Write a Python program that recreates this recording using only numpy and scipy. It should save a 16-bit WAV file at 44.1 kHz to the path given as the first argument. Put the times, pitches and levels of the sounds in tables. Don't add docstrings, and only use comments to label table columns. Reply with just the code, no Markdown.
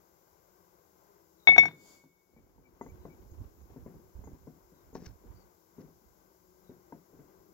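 import sys
import numpy as np
from scipy import signal
from scipy.fft import rfft, irfft, next_fast_len
from scipy.io import wavfile
from scipy.ndimage import uniform_filter1d

SR = 44100
rng = np.random.default_rng(int(sys.argv[2]) if len(sys.argv) > 2 else 0)


def to_wav(s):
    ch = np.atleast_2d(s).T
    pcm = np.round(np.clip(ch, -1, 1) * 32767)
    wavfile.write(sys.argv[1], SR, pcm.astype(np.int16))


N = 332073
T = np.arange(N) / SR

# t/s, level/dB
SWARM_LEVELS = [(0, -71), (.7, -69), (1.2, -67), (2.2, -72.5), (3, -64.5), (5.6, -70.5), (7.53, -65)]
WING_HARMONICS_DB = [-3, 3.5, -13.5, -17, -12.5, -18.5]
PIP_TIMES_S = [2.348, 2.634, 2.865, 3.084]
# t/s, start f/Hz, level/dB
BIRD_WHISTLES = [(1.37, 3970, -70.5), (2.98, 4070, -81), (4.72, 4000, -79), (5.33, 4740, -73),
                 (6.63, 3970, -76.5)]

# f/Hz, density level/dB
AIR_SPECTRUM = [(20, -17.5), (65, 1), (120, -2.5), (250, -9.5), (480, 0.5), (750, -5.5), (1000, -1.5),
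                (1350, -10.5), (1550, -6.5), (1750, -21), (2050, -14.5), (2500, -23.5), (4500, -34.5)]
HISS_SPECTRUM = [(2000, -25), (3000, -13), (4500, -8.5), (5000, -3.5), (7200, -1.5), (7900, -8.5),
                 (8250, -26.5), (9700, -17.5), (10300, -7.5), (12500, -1), (15700, -1)]
DUST_SPECTRUM = [(1530, -34.5), (2600, -13.5), (3580, -1), (3950, -10.5), (4590, 6), (5530, -4), (7070, 7),
                 (8920, -15), (9680, -6.5), (15500, -10.5)]
GRIT_SPECTRUM = [(500, -10.5), (1500, 2.5), (2400, -2.5), (3200, -11), (4500, -2), (5600, 3.5),
                 (7500, -10.5), (8500, -35), (15000, -15)]
RUMBLE_SPECTRUM = [(30, -28), (44, 3.5), (75, 5), (120, -5), (200, -17), (400, -45)]
RUB_SPECTRUM = [(80, -31), (160, 1.5), (330, 3.5), (550, -7), (1000, -9.5), (1550, -19), (2000, -22),
                (5000, -32)]
BOOM_SPECTRUM = [(50, -23), (115, -4.5), (158, 8.5), (215, -2), (265, 4.5), (330, -1.5), (450, -5),
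                 (700, -19.5), (1100, -24.5), (2000, -33), (4000, -55)]
SAND_SPECTRUM = [(900, -7.5), (1500, -3), (1950, 2.5), (2250, 2), (2800, -12), (3600, -3), (4500, -14.5),
                 (7000, -31.5)]

# t/s, level/dB, Gaussian width/s
GRIT_BURSTS = [(4.953, -60.5, 0.0041), (4.968, -62.5, 0.0086), (5.048, -66, 0.035), (5.064, -56, 0.0035),
               (5.813, -72, .007)]
# t/s, level/dB
PULL_EFFORT = [(2.25, -94), (2.35, -66.5), (2.78, -66), (2.93, -52.5), (3.07, -57), (3.46, -51),
               (3.51, -67), (3.62, -54.5), (4.13, -67.5), (4.16, -51.5), (4.69, -77), (5.1, -54.5),
               (5.19, -70), (5.32, -53), (5.6, -88), (5.85, -65), (6.31, -81), (7.53, -75.5)]
# t/s, level/dB, f/Hz
SOIL_BUMPS = [(2.919, -44, 71), (3.319, -40, 75.6), (4.153, -37.5, 60), (4.191, -32.5, 74.2),
              (4.333, -38.5, 64), (4.961, -45, 119), (5.069, -36.5, 87), (5.305, -49, 82.2)]
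# t/s, level/dB
THIN_RINGS = [(2.81, -61.5), (2.864, -69), (3.302, -65.5), (3.6, -72.5), (4.238, -58), (4.927, -67.5),
              (5.78, -71)]
# t/s, level/dB, hardness as low-pass f/Hz
PILE_KNOCKS = [(2.037, -53, 990), (2.363, -52, 796), (2.58, -53.5, 900), (2.811, -30.5, 1720),
               (2.8629, -41, 1800), (3.052, -35, 840), (3.407, -50.5, 550), (3.7614, -36.5, 528),
               (3.8617, -33, 483), (3.941, -42, 347), (4.238, -46.5, 1900), (4.273, -40.5, 1200),
               (4.307, -47, 352), (4.4708, -38.5, 797), (4.718, -55, 325), (4.929, -47, 700),
               (4.9525, -29.5, 840), (5.021, -40, 376), (5.237, -46.5, 366), (5.782, -32.5, 271),
               (5.84, -51, 346), (6.694, -39, 540), (6.923, -34.5, 1100), (7.132, -48, 450),
               (7.19, -44.5, 408)]
# f/Hz, level/dB, t60/s
PILE_MODES = [(156, -15, 0.019), (268.4, -9.5, 0.051), (325, -16.5, 0.048), (423, -5, 0.027),
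              (668, -15.5, 0.023), (735, -20, 0.12), (946, -10, 0.029), (1103, -16, 0.034),
              (1550, -18.5, 0.017), (2067, -19.5, 0.097)]

# f/Hz, level/dB, t60/s
BEDROCK_MODES = [(113.3, -13.5, .2), (142.8, -16, .17), (245, -19.5, .09), (292, -13, 0.057),
                 (440, -15.5, 0.039), (665, 1.5, 0.036), (710, 10, 0.016), (968, -6.5, 0.067),
                 (1135, -9.5, 0.033), (1582, -4, .03), (2130, -8, 0.014), (2400, -9, .014),
                 (3180, -14, 0.021), (4376, -14, 0.017)]
# f/Hz, level/dB, t60/s, left over right/dB, right lag/rad
SLAB_MODES = [(2217, 0, .43, 8, 2.65), (3594, 0, .17, 10, -1.7), (5570, 0, .13, 6, -.35),
              (6350, -3, .08, 12, -.4), (7185, -9, .13, 11, 1), (4434, -19, .12, 6, .5),
              (10020, -21, .05, 6, 1), (10775, -18, .11, 6, -2), (11720, -22, .05, 6, 0),
              (12080, -22, .12, 6, -1), (12440, -18, .11, 6, 1)]
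# t/s, clack/dB, bending/dB, twisting/dB, overtones/dB, contact damping/(dB/s)
SLAB_TOUCHES = [(1.4723, -23, -3, -17.5, -43.5, 29), (1.4885, -23, -6.5, -24.5, -51, 5),
                (1.5221, -32.5, -12, -45, -56, 9), (1.5636, -27, -33.5, -39.5, -51, 18),
                (1.5801, -17.5, -2, -21, -30.5, 132), (1.6327, -33, -17.5, -45.5, -50, 118),
                (1.6548, -30, -22.5, -44, -44, 104), (1.684, -43.5, -45, -48, -66, 544.5),
                (1.71, -52, -63, -64, -81, 46.5)]


def from_db(db):
    return 10 ** (np.asarray(db) / 20)


def unit_rms(x):
    return x / np.sqrt(np.mean(x ** 2) + 1e-20)


def curve(rows):
    return np.interp(T, *np.transpose(rows))


def drift(rate_hz):
    knot_hz = 400
    knots = rng.standard_normal(int(N / SR * knot_hz) + 1)
    slow = uniform_filter1d(knots, max(1, int(knot_hz / rate_hz)))
    slow = uniform_filter1d(slow, max(1, int(knot_hz / 2 / rate_hz)))
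    return np.interp(T, np.arange(len(slow)) / knot_hz, unit_rms(slow))


def swell(start_s, rise_s, t60_s):
    age_s = np.clip(T - start_s, 0, 2 * t60_s)
    return (1 - np.exp(-age_s / rise_s)) * np.exp(-np.log(1000) * age_s / t60_s)


def gaussian(centre_s, width_s):
    return np.exp(-.5 * ((T - centre_s) / width_s) ** 2)


def arch(start_s, length_s):
    return np.sin(np.pi * np.clip((T - start_s) / length_s, 0, 1))


def lowpass(x, hz):
    return signal.sosfilt(signal.butter(2, np.clip(hz, 20, SR / 3), fs=SR, output="sos"), x)


def coloured(x, spectrum):
    size = next_fast_len(N)
    hz = np.maximum(np.arange(size // 2 + 1) * SR / size, 1)
    points_hz, level_db = np.transpose(spectrum)
    gain = from_db(np.interp(np.log(hz), np.log(points_hz), level_db))
    gain *= np.minimum(hz / points_hz[0], 1) ** 2 * np.minimum(points_hz[-1] / hz, 1) ** 2
    return irfft(rfft(x, size) * gain, size)[..., :N]


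def place(x, pan_db, lead_ms):
    delayed = np.interp(T - lead_ms / 1000, T, x)
    return np.array([x * from_db(pan_db / 2), delayed * from_db(-pan_db / 2)])


def noise(spectrum, coherence, pan_db, lead_ms=0):
    direct, left, right = unit_rms(coloured(rng.standard_normal((3, N)), spectrum))
    diffuse = np.array([left, right]) * from_db([[pan_db / 2], [-pan_db / 2]])
    return np.sqrt(coherence) * place(direct, pan_db, lead_ms) + np.sqrt(1 - coherence) * diffuse


def blurred_tone(hz, blur_hz):
    phase = 2 * np.pi * np.cumsum(hz * np.ones(N)) / SR
    return drift(blur_hz) * np.sin(phase) + drift(blur_hz) * np.cos(phase)


def mix_in(out, start_s, sound):
    at = int(round(start_s * SR))
    out[at:at + len(sound)] += sound[:N - at]


def impact(modes, crunch_s, spread_db, detune, crunch=.04):
    t = T[:SR // 3]
    force = crunch * rng.standard_normal(len(t)) * np.exp(-t / crunch_s)
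    force[0] += 1
    out = 0
    for k, (hz, db, t60_s) in enumerate(modes):
        louder, higher = rng.standard_normal(2)
        radius = from_db(-60 / (t60_s * SR))
        angle = 2 * np.pi * hz * (1 + detune * higher) / SR
        ring = signal.lfilter([0, np.sin(angle)], [1, -2 * radius * np.cos(angle), radius ** 2],
                              force + 1e-18)
        out += (-1) ** k * from_db(db + spread_db * louder) * ring
    return out / np.std(out[:SR // 50])


def bees(count=12):
    out = np.zeros((2, N))
    for wingbeat_hz in np.linspace(164, 200, count):
        hz = wingbeat_hz * (1 + .035 * drift(4) + .015 * drift(40))
        phase = 2 * np.pi * np.cumsum(hz) / SR
        buzz = sum(from_db(db) * np.sin(k * phase) for k, db in enumerate(WING_HARMONICS_DB, 1))
        buzz *= from_db(3.5 * drift(2.5))
        out += place(buzz, pan_db=rng.normal(8, 2), lead_ms=rng.normal(.44, .08))
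    return from_db(curve(SWARM_LEVELS)) * unit_rms(out)


def background(air_db=-70, hiss_db=-71.5, dip_db=-5.5):
    air = from_db(air_db + 1.4 * drift(5.8)) * noise(AIR_SPECTRUM, coherence=.48, pan_db=8, lead_ms=.4)
    hiss = from_db(hiss_db) * noise(HISS_SPECTRUM, coherence=.032, pan_db=8.5)
    start_s, fall_s, end_s, return_s = 1.96, .17, 2.83, .11
    dip = np.clip(np.minimum((T - start_s) / fall_s, (end_s - T) / return_s), 0, 1)
    return from_db(dip_db * dip) * (bees() + air + hiss)


def birds(gain_db=-4, pip_db=-68.5, pip_hz=2288, pip_s=.062, whistle_s=.125, fall_hz_per_s=2300):
    pips = from_db(pip_db) * sum(arch(s, pip_s) for s in PIP_TIMES_S) * blurred_tone(pip_hz, blur_hz=90)
    envelope, hz = np.zeros(N), np.zeros(N)
    for s, start_hz, db in BIRD_WHISTLES:
        envelope += from_db(db) * arch(s, whistle_s)
        hz = np.where(T >= s, start_hz - fall_hz_per_s * np.minimum(T - s, whistle_s), hz)
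    whistles = envelope * blurred_tone(hz, blur_hz=130)
    return from_db(gain_db) * place(pips + whistles, pan_db=8.5, lead_ms=.15)


def dust(gain_db=-62):
    swish = noise(DUST_SPECTRUM, coherence=.17, pan_db=3)
    rub = from_db(-3.5) * noise(RUB_SPECTRUM, coherence=.82, pan_db=5.5)
    return from_db(gain_db) * gaussian(centre_s=1.897, width_s=.068) * (swish + rub)


def grit(grains_per_s=1500, size_db=4):
    bursts = sum(from_db(db) * gaussian(s, width_s) for s, db, width_s in GRIT_BURSTS)
    sizes = from_db(size_db * np.minimum(rng.exponential(1, N), 3)) * rng.choice([-1, 1], N)
    cracks = sizes * (rng.random(N) < grains_per_s / SR)
    return place(bursts * unit_rms(coloured(cracks, GRIT_SPECTRUM)), pan_db=9.5, lead_ms=.047)


def dragging(rumble_gain_db=-3, firm_pull_db=-53.5, firm_rub_db=-65, rub_db_per_db=.56, judder_db=3):
    effort_db = curve(PULL_EFFORT)
    rumble = from_db(effort_db + rumble_gain_db + 3.7 * drift(25))
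    rumble = rumble * noise(RUMBLE_SPECTRUM, coherence=.33, pan_db=-12.5)
    rub_db = firm_rub_db + rub_db_per_db * (effort_db - firm_pull_db) + judder_db * drift(60)
    rub = from_db(rub_db) * noise(RUB_SPECTRUM, coherence=.64, pan_db=7, lead_ms=.18)
    return (T > PULL_EFFORT[0][0]) * (rumble + rub)


def soil_bumps(rise_s=.00067, t60_s=.052):
    out = sum(from_db(db) * swell(s, rise_s, t60_s) * np.sin(2 * np.pi * hz * (s - T))
              for s, db, hz in SOIL_BUMPS)
    return place(out, pan_db=-9, lead_ms=.2)


def thin_rings(gain_db=-3, ring_hz=6630):
    envelope = sum(from_db(db) * swell(s, rise_s=.0074, t60_s=.19) for s, db in THIN_RINGS)
    return from_db(gain_db) * place(envelope * blurred_tone(ring_hz, blur_hz=130), pan_db=15, lead_ms=.1)


def pile_knocks(gain_db=-11, muffle_hz=2100):
    ref_boom_db, ref_knock_db, boom_db_per_db = -47.5, -38.5, .66
    blunt_hz, loss_db_per_octave = 605, 2.5
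    knocks, boom_power = np.zeros(N), np.zeros(N)
    for s, db, hardness_hz in PILE_KNOCKS:
        knock = impact(PILE_MODES, crunch_s=.007, spread_db=1.5, detune=.04)
        mix_in(knocks, s, from_db(db) * lowpass(knock, hardness_hz))
        boom_db = ref_boom_db + boom_db_per_db * (db - ref_knock_db)
        boom_db -= loss_db_per_octave * max(np.log2(hardness_hz / blunt_hz), 0)
        boom_power += (from_db(boom_db) * swell(s, rise_s=.0058, t60_s=.28)) ** 2
    hollows = np.sqrt(boom_power) * noise(BOOM_SPECTRUM, coherence=.77, pan_db=4, lead_ms=.081)
    return from_db(gain_db) * place(lowpass(knocks, muffle_hz), pan_db=5, lead_ms=.15) + hollows


def slab_grinding(gain_db=-21, grain_db=3):
    power = sum((from_db(db) * swell(s, rise_s=.002, t60_s=.22)) ** 2 for s, db, *_ in SLAB_TOUCHES)
    envelope = from_db(gain_db + grain_db * drift(300)) * np.sqrt(power)
    return envelope * noise(SAND_SPECTRUM, coherence=.97, pan_db=3.5, lead_ms=.15)


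def slab_clacks(clack_gain_db=-9, thud_gain_db=-22, hardness_hz=3400, low_cut_hz=105):
    clacks, thud_power = np.zeros(N), np.zeros(N)
    for s, db, *_ in SLAB_TOUCHES:
        mix_in(clacks, s, from_db(db) * impact(BEDROCK_MODES, crunch_s=.005, spread_db=1, detune=.008))
        thud_power += (from_db(db) * swell(s, rise_s=.0026, t60_s=.45)) ** 2
    clacks = place(lowpass(clacks, hardness_hz), pan_db=7, lead_ms=.046)
    thuds = np.sqrt(thud_power) * noise(BOOM_SPECTRUM, coherence=.85, pan_db=-.5, lead_ms=.076)
    out = from_db(clack_gain_db) * clacks + from_db(thud_gain_db) * thuds
    return signal.sosfilt(signal.butter(2, low_cut_hz, "high", fs=SR, output="sos"), out)


def slab_ring(smoothing_hz=700, chatter_s=.018, echo_db=(-48, -63), echo_t60_s=1.4):
    touches = np.array(SLAB_TOUCHES)
    landing_s = touches[0, 0]
    latest = np.maximum(np.searchsorted(touches[:, 0], T, side="right") - 1, 0)
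    touch_s, _, bend_db, twist_db, overtone_db, damping_db_per_s = touches[latest].T
    age_s = np.maximum(T - touch_s, 0)
    chatter = lowpass(.28 * np.exp(-age_s / chatter_s) + 1e-18, hz=300)
    out = np.zeros((2, N))
    for k, (hz, db, t60_s, pan_db, lag_rad) in enumerate(SLAB_MODES):
        strike_db = (bend_db, twist_db, overtone_db)[min(k, 2)]
        level_db = db + strike_db - age_s * (60 / t60_s + damping_db_per_s)
        envelope = from_db(np.maximum(level_db, -200)) * (T >= landing_s)
        envelope = lowpass(envelope + 1e-18, smoothing_hz)
        phase = 2 * np.pi * hz * (T - landing_s)
        rough_phase = phase + chatter * drift(400)
        tone = np.array([np.sin(rough_phase), from_db(-pan_db) * np.sin(rough_phase - lag_rad)])
        out += envelope * (1 + chatter * drift(400)) * tone
        if k < 2:
            scatter = np.array([from_db(3 * drift(30)) * np.sin(phase + drift(25)) for _ in range(2)])
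            out += from_db(echo_db[k]) * swell(landing_s, rise_s=.03, t60_s=echo_t60_s) * scatter
    return out


def scene():
    slab = slab_ring() + slab_clacks() + slab_grinding()
    pile = pile_knocks() + thin_rings() + soil_bumps() + dragging() + grit() + dust()
    return slab + pile + birds() + background()


def record(dry):
    cutoff_hz = 15800
    return signal.sosfilt(signal.ellip(12, .1, 80, cutoff_hz, fs=SR, output="sos"), dry)


dry = scene()
out = record(dry)
to_wav(out)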